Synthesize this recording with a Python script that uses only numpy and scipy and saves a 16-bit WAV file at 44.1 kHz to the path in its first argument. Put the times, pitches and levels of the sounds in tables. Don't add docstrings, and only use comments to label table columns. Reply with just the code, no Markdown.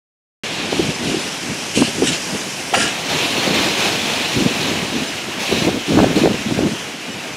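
import sys
import numpy as np
from scipy import signal
from scipy.fft import rfft, irfft, next_fast_len
from scipy.io import wavfile
from scipy.ndimage import uniform_filter1d, map_coordinates

SR = 44100
rng = np.random.default_rng(int(sys.argv[2]) if len(sys.argv) > 2 else 0)


def boost(x):
    u = np.asarray(x, float) / 20
    return 10 ** u


def transcribe(signal):
    frames = np.atleast_2d(signal).T
    limited = np.clip(frames, -1, 1)
    pcm = np.round(limited * 32767).astype(np.int16)
    wavfile.write(sys.argv[1], SR, pcm)


N = 324576

# t/s, wash level/dB, fizz over wash/dB
SEA = [(0.45, -26, -10.5), (0.9, -27, -6), (1.6, -29, -2.5), (2.3, -28.5, -0.5), (2.65, -29.5, -2.5),
       (3.0, -26, -6.5), (3.5, -22, -10), (4.0, -23, -8), (4.6, -23, -8), (5.0, -26.5, -7.5),
       (5.35, -28, -8.5), (5.8, -27.5, -8.5), (6.4, -28, -8.5), (6.8, -30, -5.5), (7.0, -31, -8.5),
       (7.36, -31, -8.5)]
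# t/s, swell/dB, hold/s
SURGES = [(.7, 3.5, 0.083), (1.02, 2, 0.17), (2.3, 0.1, 0.036), (3.085, 3.5, 0.11), (3.3, 2.5, 0.07),
          (3.53, 3, 0.11), (3.77, 3.5, 0.06), (4.05, 1, .14), (4.3, 0.5, 0.093), (4.6, 0.5, 0.11),
          (4.95, 1.5, 0.029), (5.39, 5, 0.23), (5.86, 2.5, 0.15), (6.15, 4.5, 0.052), (6.46, 1, 0.071),
          (6.66, 1, 0.095), (7.12, 0.5, .15)]
# f/Hz, density/dB
ROAR_SPECTRUM = [(40, -41), (100, -11), (200, -6.5), (400, -6.5), (700, -5.5), (1000, -8.5), (1400, -10),
                 (2600, -11.5), (3400, -51)]
# f/Hz, density/dB
WASH_SPECTRUM = [(760, -40), (1300, -3.5), (1920, -6.5), (2170, -2.5), (2570, -1), (2890, 0.5), (3130, -1),
                 (3470, -4), (5510, -14), (7500, -15.5), (9750, -32.5), (16500, -120)]
# f/Hz, density/dB
CREST_SPECTRUM = [(760, -48), (1300, -35), (1690, -7.5), (1970, -6.5), (2530, 1.5), (2790, 1), (4350, -2),
                  (4750, -10.5), (5800, -12), (7500, -15.5), (9750, -65), (16500, -120)]
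# f/Hz, density/dB
SPRAY_SPECTRUM = [(2650, -31), (4500, -6), (4730, -2), (5780, -1.5), (7010, -5.5), (8470, -9.5), (9580, -9),
                  (12000, -19), (15600, -48), (22000, -120)]
# f/Hz, density/dB
MIST_SPECTRUM = [(9000, -22), (11000, -3.5), (13000, -9), (14500, -9), (15700, -13), (15900, -100)]
# t/s, level/dB
TURN = [(.5, -8), (1.4, -4), (2.6, -0.3)]

# middle t/s, peak level/dB, length/s
GUSTS = [(0.633, -28, .08), (0.774, -21, .16), (0.886, -22.5, 0.097), (1.09, -22, 0.23),
         (1.272, -25.5, 0.059), (1.49, -27.5, 0.078), (1.806, -17, 0.1), (1.886, -22.5, 0.046),
         (2.045, -21.5, 0.22), (2.342, -28, 0.045), (2.818, -24, 0.13), (3.15, -27.5, 0.16),
         (3.296, -33.5, 0.16), (3.534, -21.5, 0.18), (3.68, -33, 0.27), (3.84, -27.5, 0.21),
         (4.092, -30, 0.33), (4.42, -19.5, .16), (4.682, -25.5, 0.48), (4.976, -22, 0.13),
         (5.553, -20, 0.11), (5.654, -19, 0.16), (5.75, -23, 0.11), (5.915, -18, 0.077), (6.014, -11, 0.14),
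         (6.1, -21.5, 0.091), (6.248, -17, 0.21), (6.35, -29, .08), (6.611, -17, .24), (7.111, -28.5, 0.04)]
# f/Hz, density/dB
BUFFET_SPECTRUM = [(15, -56), (25, -18), (188, 3.5), (317, 1), (405, -3), (441, -4), (870, -20),
                   (1600, -21), (2080, -46), (3520, -120)]
# t/s, peak level/dB, pitch f/Hz, length/s
PUFFS = [(.8, -9.5, 325, 0.025), (1.097, -7, 250, 0.0064), (1.147, -13, 316, 0.012),
         (1.172, -14, 347.6, 0.015), (1.79, -14, 250, .035), (1.825, -7, 267, 0.029),
         (.727, -13.5, 301.5, 0.012), (1.987, -20, 263, 0.022), (2.029, -7.5, 296, 0.024),
         (2.103, -16.5, 250, 0.02), (2.33, -17.5, 228, 0.02), (2.774, -12.5, 429, 0.026),
         (3.38, -14, 395, 0.016), (3.509, -8.5, 286.5, 0.0098), (4.405, -12, 313, .008),
         (4.962, -17.5, 250, 0.04), (5.526, -7, 276, 0.011), (5.619, -10, 242, 0.018),
         (5.651, -11, 271, 0.013), (5.682, -10.5, 384.7, 0.045), (5.91, -14, 277.3, 0.087),
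         (5.985, -4.5, 300.5, 0.048), (6.03, -7, 270, 0.04), (6.172, -10.5, 331, 0.049),
         (6.214, -8, 264.5, 0.012), (6.25, -11.5, 377, 0.057), (6.469, -13, 238, 0.018),
         (6.52, -13, 276.5, 0.035), (6.6, -20, 302, .035), (6.652, -12.5, 230, 0.024)]
# t/s, peak level/dB, width/s
POPS = [(0.728, -9, 0.00038), (0.789, -16, 0.00082), (1.774, -5, 0.0006), (1.822, -5, 0.00028),
        (2.021, -10, 0.00046), (2.728, -13, 0.0006), (3.476, -9.5, .0007), (5.515, -11, 0.00048),
        (5.621, -8.5, 0.00097), (5.682, -10, 0.00046), (5.923, -8, 0.00061), (5.972, -3, 0.00063),
        (5.989, 0, 0.00029), (6.002, -3, 0.00036), (6.043, 1.5, 0.00047), (6.173, -11, 0.00063),
        (6.217, -10, 0.00093), (6.236, -4, 0.00056), (6.257, 1, 0.00042), (6.274, -2, 0.00045),
        (6.59, -4.5, 0.00053)]

# t/s, scrape level/dB, hold/s, hollow over scrape/dB, fine grit over scrape/dB
RUBS = [
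    (1.746, -19.5, 0.027, -20, -5.5),
    (1.8, -23, 0.068, -14, -8),
    (2.03, -25.5, .03, -20, -3),
    (2.065, -20, 0.0086, -19, -7.5),
    (2.115, -21, .02, -15, -10),
    (2.735, -20.5, 0.043, 0, -5.5),
    (2.795, -23.5, 0.061, 0.5, -11.5),
    (2.812, -30, 0.0061, -15, 3.5),
    (2.87, -29, 0.048, -8, -8),
]
# f/Hz, density/dB
GRIT_SPECTRUM = [(1060, -21), (1800, -8), (1900, -12), (2040, -10), (2790, 1.5), (3630, -4.5), (6000, -12),
                 (7800, -42), (13200, -120)]
# f/Hz, density/dB
FINE_SPECTRUM = [(4000, -25), (5500, -2), (7000, 0), (9500, -5), (12000, -19), (14500, -44)]
# f/Hz, width/Hz, level/dB
HOLLOW_MODES = [(671, 46, -2), (1390, 18, 0.5), (1663, 65, 1), (1840, 120, -2)]
# t/s, peak level/dB
SLAPS = [
    (2.736, -3),
]
# f/Hz, level/dB, delay/s, length/s
SOLE_MODES = [(766, 0, 0, 0.016), (1340, 0, 0.0056, 0.0097), (2030, -5, 0.013, 0.0095),
              (2810, -4, 0.012, 0.015), (3270, -12, 0.001, 0.014), (4630, -15, 0.01, .03)]

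# f/Hz, width/Hz, level/dB
CASING_DIPS = [(1324, 165, -2.5), (4650, 210, -1), (8100, 330, 0), (11000, 370, -1)]
# t/s, low f/Hz, high f/Hz
STRAY_BANDS = [(.906, 9000, 10500), (.952, 4700, 7000), (.952, 8300, 11900), (1.207, 5200, 6400),
               (1.207, 9700, 11900), (3.251, 13200, 15700), (3.483, 4200, 5300), (3.483, 6900, 9100),
               (3.483, 10400, 11900), (4.319, 11800, 13300), (4.435, 6900, 8400), (4.435, 14500, 15700),
               (4.69, 4700, 5800), (4.69, 8300, 9800), (4.69, 13200, 15300), (5.085, 4200, 9100),
               (5.201, 12500, 14600), (5.433, 4700, 5800), (5.433, 12500, 13900), (5.457, 9700, 11200),
               (5.596, 4700, 5800), (5.596, 11100, 12600), (5.782, 8300, 11200), (5.782, 12500, 13900),
               (6.107, 14500, 15700), (6.618, 6900, 11200), (7.128, 5200, 6400), (7.128, 9000, 10500),
               (7.337, 4200, 8400), (7.337, 12500, 13900)]

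SURGE_RISE_S, SURGE_FALL_S = 0.014, 0.14
ROAR_DB, MIST_DB = -2.5, -21.5
ROAR_DB_PER_SURGE_DB, FIZZ_DB_PER_SURGE_DB = 0.86, 0.95
CALM_DB, WIND_DB_PER_SEA_DB = -35, 0.55
GUST_EDGE_DB = 9.5
SHED_EVERY_S, SHED_DB, SHED_SPREAD_DB = 0.026, 1.5, 2.5
SHED_HZ, SHED_S = 250, 0.013
RUB_RISE_S, RUB_FALL_S = 0.0091, 0.042
START_S, TOP_HZ = 0.4355, 15750


def surf():
    sea_db, fizz_db = curves(SEA)
    swell_db = sum(db * held(s, hold_s, SURGE_RISE_S, SURGE_FALL_S) for s, db, hold_s in SURGES)
    wash_db = sea_db + swell_db
    unrest_db = 0.5 * wobble(12) + 0.29 * wobble(22)
    splashes = bursts(count=2500, life_s=0.0028, spread_db=0.5)
    breaking = np.clip((wash_db + 29.5) / 7, 0, 1)

    roar_db = sea_db + ROAR_DB + ROAR_DB_PER_SURGE_DB * swell_db + 1.2 * wobble(8.9)
    roar = boost(roar_db) * rush(ROAR_SPECTRUM, patchy_db=-0.3)
    sheet = np.sqrt(1 - breaking) * rush(WASH_SPECTRUM, patchy_db=1.5, grain=0.17 * splashes)
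    crest = np.sqrt(breaking) * rush(CREST_SPECTRUM, patchy_db=1.3, grain=0.28 * splashes)
    spray_db = sea_db + fizz_db + FIZZ_DB_PER_SURGE_DB * swell_db
    spray = boost(spray_db) * rush(SPRAY_SPECTRUM, patchy_db=-1.0, grain=0.19 * splashes)
    mist_db = wash_db + MIST_DB + curves(TURN)[0]
    mist = boost(mist_db) * rush(MIST_SPECTRUM, patchy_db=0.6, grain=0.2 * splashes)
    return boost(unrest_db) * (roar + boost(wash_db - 0.8) * (sheet + crest) + spray + mist)


def wind():
    gust_db = gusts()
    rumble = boost(gust_db + 2.8 * wobble(45) - 1.5) * rush(BUFFET_SPECTRUM, patchy_db=1.0)
    return rumble + eddies(PUFFS + shed(gust_db)) + pops()


def gusts():
    t = np.arange(N) / SR
    calm = boost(CALM_DB + WIND_DB_PER_SEA_DB * (curves(SEA)[0] + 30.5))
    power = calm ** 2
    for s, db, length_s in GUSTS:
        away = np.abs(2 * (t - s) / length_s) ** 3
        power += boost(db - GUST_EDGE_DB * away) ** 2
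    return 10 * np.log10(power)


def shed(gust_db):
    slots = np.arange(0.5, N / SR - 0.1, SHED_EVERY_S)
    late, size, pitch, length = rng.standard_normal((len(slots), 4)).T
    s = slots + 0.3 * SHED_EVERY_S * late
    db = gust_db[(s * SR).astype(int)] + SHED_DB + SHED_SPREAD_DB * size
    return list(zip(s, db, SHED_HZ * np.exp(0.17 * pitch), SHED_S * np.exp(0.44 * length)))


def eddies(puffs):
    out = np.zeros(N + SR)
    t = np.arange(-SR // 16, SR // 16) / SR
    tear = rush([(450, 0), (750, -3), (1700, -26.0), (3000, -52)], patchy_db=3.0)
    drift = rng.standard_normal((len(puffs), 2, 32))
    for (s, db, pitch_hz, length_s), knots in zip(puffs, drift):
        shape = np.exp(-np.abs(2.77 * t / length_s) ** 4)
        pace, size = (np.interp(t, np.linspace(t[0], t[-1], num=32), k) for k in knots)
        cycles = np.cumsum(pitch_hz * np.exp(0.322 * np.tanh(pace))) / SR + knots[0, 0]
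        push = boost(2.2 * size) * np.sin(2 * np.pi * cycles)
        tear_db = 1.12 * db + (pitch_hz - 300) / 30 - 0.5
        at = round(s * SR) - SR // 16
        rough = boost(tear_db) * np.resize(tear[at:], len(t))
        out[at:at + len(t)] += boost(db - 0.87) * shape * (push + rough)
    return out[:N]


def pops():
    out = np.zeros(N + SR)
    t = np.arange(-SR // 16, SR // 16) / SR
    for s, db, width_s in POPS:
        u = (t - 0.0015) / width_s
        at = round(s * SR) - SR // 16
        out[at:at + len(t)] += boost(db + 2.5) * (1 - u * u) * np.exp(-u * u / 2)
    return out[:N]


def sandal():
    return rubs() + slap()


def rubs():
    grains = 0.45 * bursts(count=5000, life_s=0.003, spread_db=2)
    scrape = rush(GRIT_SPECTRUM, patchy_db=3.0, grain=grains)
    fine = rush(FINE_SPECTRUM, patchy_db=3.0, grain=grains)
    tones = sum(boost(db) * wavering(hz, blur=width_hz / 45) for hz, width_hz, db in HOLLOW_MODES)
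    broad_modes = [(hz, 4 * width_hz, db) for hz, width_hz, db in HOLLOW_MODES]
    breath = resonant(rng.standard_normal(N), broad_modes)
    hollow = unit(unit(tones) + unit(breath))
    out = np.zeros(N)
    for s, scrape_db, hold_s, hollow_db, fine_db in RUBS:
        contact = boost(scrape_db) * held(s, hold_s, RUB_RISE_S, RUB_FALL_S)
        out += contact * (scrape + boost(hollow_db) * hollow + boost(fine_db) * fine)
    return out


def slap():
    out = np.zeros(N)
    smack = rush([(400, -30), (700, 4.0), (3300, -1.0), (5000, -33.0)], patchy_db=5.0)
    for s, db in SLAPS:
        for hz, level_db, delay_s, length_s in SOLE_MODES:
            u = (np.arange(N) / SR - s - delay_s) / length_s
            attack = np.sin(np.clip(9 * u, 0, 1) * np.pi / 2) ** 2
            decay = boost(-14 * np.clip(u, 0, 9) ** 3)
            ring = wavering(hz, blur=0.72) + 0.35 * smack
            out += boost(db + level_db - 7) * attack * decay * ring
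    return out


def wavering(hz, blur):
    phase = 2 * np.pi * hz * np.arange(N) / SR + blur * wobble(70)
    return boost(1.2 * wobble(60)) * np.sin(phase)


def rush(spectrum, patchy_db, grain=0):
    z = signal.stft(rng.standard_normal(N) + grain, nperseg=512)[2]
    field = uniform_filter1d(rng.standard_normal(z.shape), size=6, axis=0)
    field = uniform_filter1d(field, size=10, axis=1)
    patched = signal.istft(z * boost(patchy_db * unit(field)), nperseg=512)[1][:N]
    return unit(filtered(patched, lambda hz: boost(along(spectrum, hz))))


def bursts(count, life_s, spread_db):
    when, size = rng.random((count, 2)).T
    sizes = boost(-spread_db * np.log(1 - size))
    starts = np.bincount((when * N).astype(int), sizes, N)
    envelope = signal.lfilter([1], [1, -np.exp(-1 / (life_s * SR))], starts)
    return unit(envelope * rng.standard_normal(N))


def held(s, hold_s, rise_s, fall_s):
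    return np.interp(np.arange(N) / SR, s + np.cumsum([0, rise_s, hold_s, fall_s]), [0, 1, 1, 0])


def curves(rows):
    s, *cols = np.transpose(rows)
    return [np.interp(np.arange(N) / SR, s, c) for c in cols]


def wobble(rate_hz):
    knots = rng.standard_normal(int(N * rate_hz / SR) + 4)
    return map_coordinates(knots, [np.arange(N) * rate_hz / SR])


def unit(x):
    return x / np.sqrt(np.mean(x ** 2) + 1e-20)


def along(points, hz):
    f, v = np.transpose(points)
    return np.interp(np.log(hz + 1), np.log(f + 1), v)


def filtered(x, response):
    m = next_fast_len(len(x) + SR // 2)
    return irfft(rfft(x, m) * response(np.fft.rfftfreq(m, 1 / SR)), m)[:len(x)]


def resonant(x, modes):
    def response(f):
        return sum((-1) ** k * boost(db) * 1j * f * w / (c * c - f * f + 1j * f * w)
                   for k, (c, w, db) in enumerate(modes))
    return filtered(x, response)


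def scene():
    return np.tile(surf() + wind() + sandal(), (2, 1))


def port(x):
    def response(hz):
        casing_db = sum(db * np.exp(-((hz - c) / w) ** 2) for c, w, db in CASING_DIPS)
        return (1j * hz / (1j * hz + 45)) ** 2 * boost(casing_db)
    return filtered(x, response)


def faint_top_dropped(x, from_hz, least_db):
    hz, _, z = signal.stft(x, SR, nperseg=2048)
    level = uniform_filter1d(np.abs(z), size=6, axis=0)
    kept = ((level > boost(least_db)) | (hz[:, None] < from_hz)) & (hz[:, None] < TOP_HZ)
    return signal.istft(z * kept, SR, nperseg=2048)[1][:N]


def stray_side(x):
    side = np.zeros(N + 2048)
    window = np.pad(signal.windows.tukey(1152, 0.25), 448)
    for s, low_hz, high_hz in STRAY_BANDS:
        at = round(s * SR) - 1024
        earlier = x[at - 2048:at]
        side[at:at + 2048] += window * filtered(earlier, lambda hz: (hz > low_hz) & (hz < high_hz))
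    return boost(-3.0) * side[:N]


def roll_off(x):
    return signal.sosfilt(signal.butter(12, 16500, fs=SR, output="sos"), x)


def record(dry):
    thin = port(dry[0])
    saturated = thin / (1 + np.abs(thin / 0.74) ** 6) ** (1 / 6)
    no_sub = filtered(saturated, lambda hz: hz > 36)
    mono = faint_top_dropped(no_sub, from_hz=12500, least_db=-82.5)
    mono = mono * (np.arange(N) / SR > START_S)
    side = stray_side(mono)
    return roll_off(np.array([mono + side, mono - side]))


dry = scene()
out = record(dry)
transcribe(out)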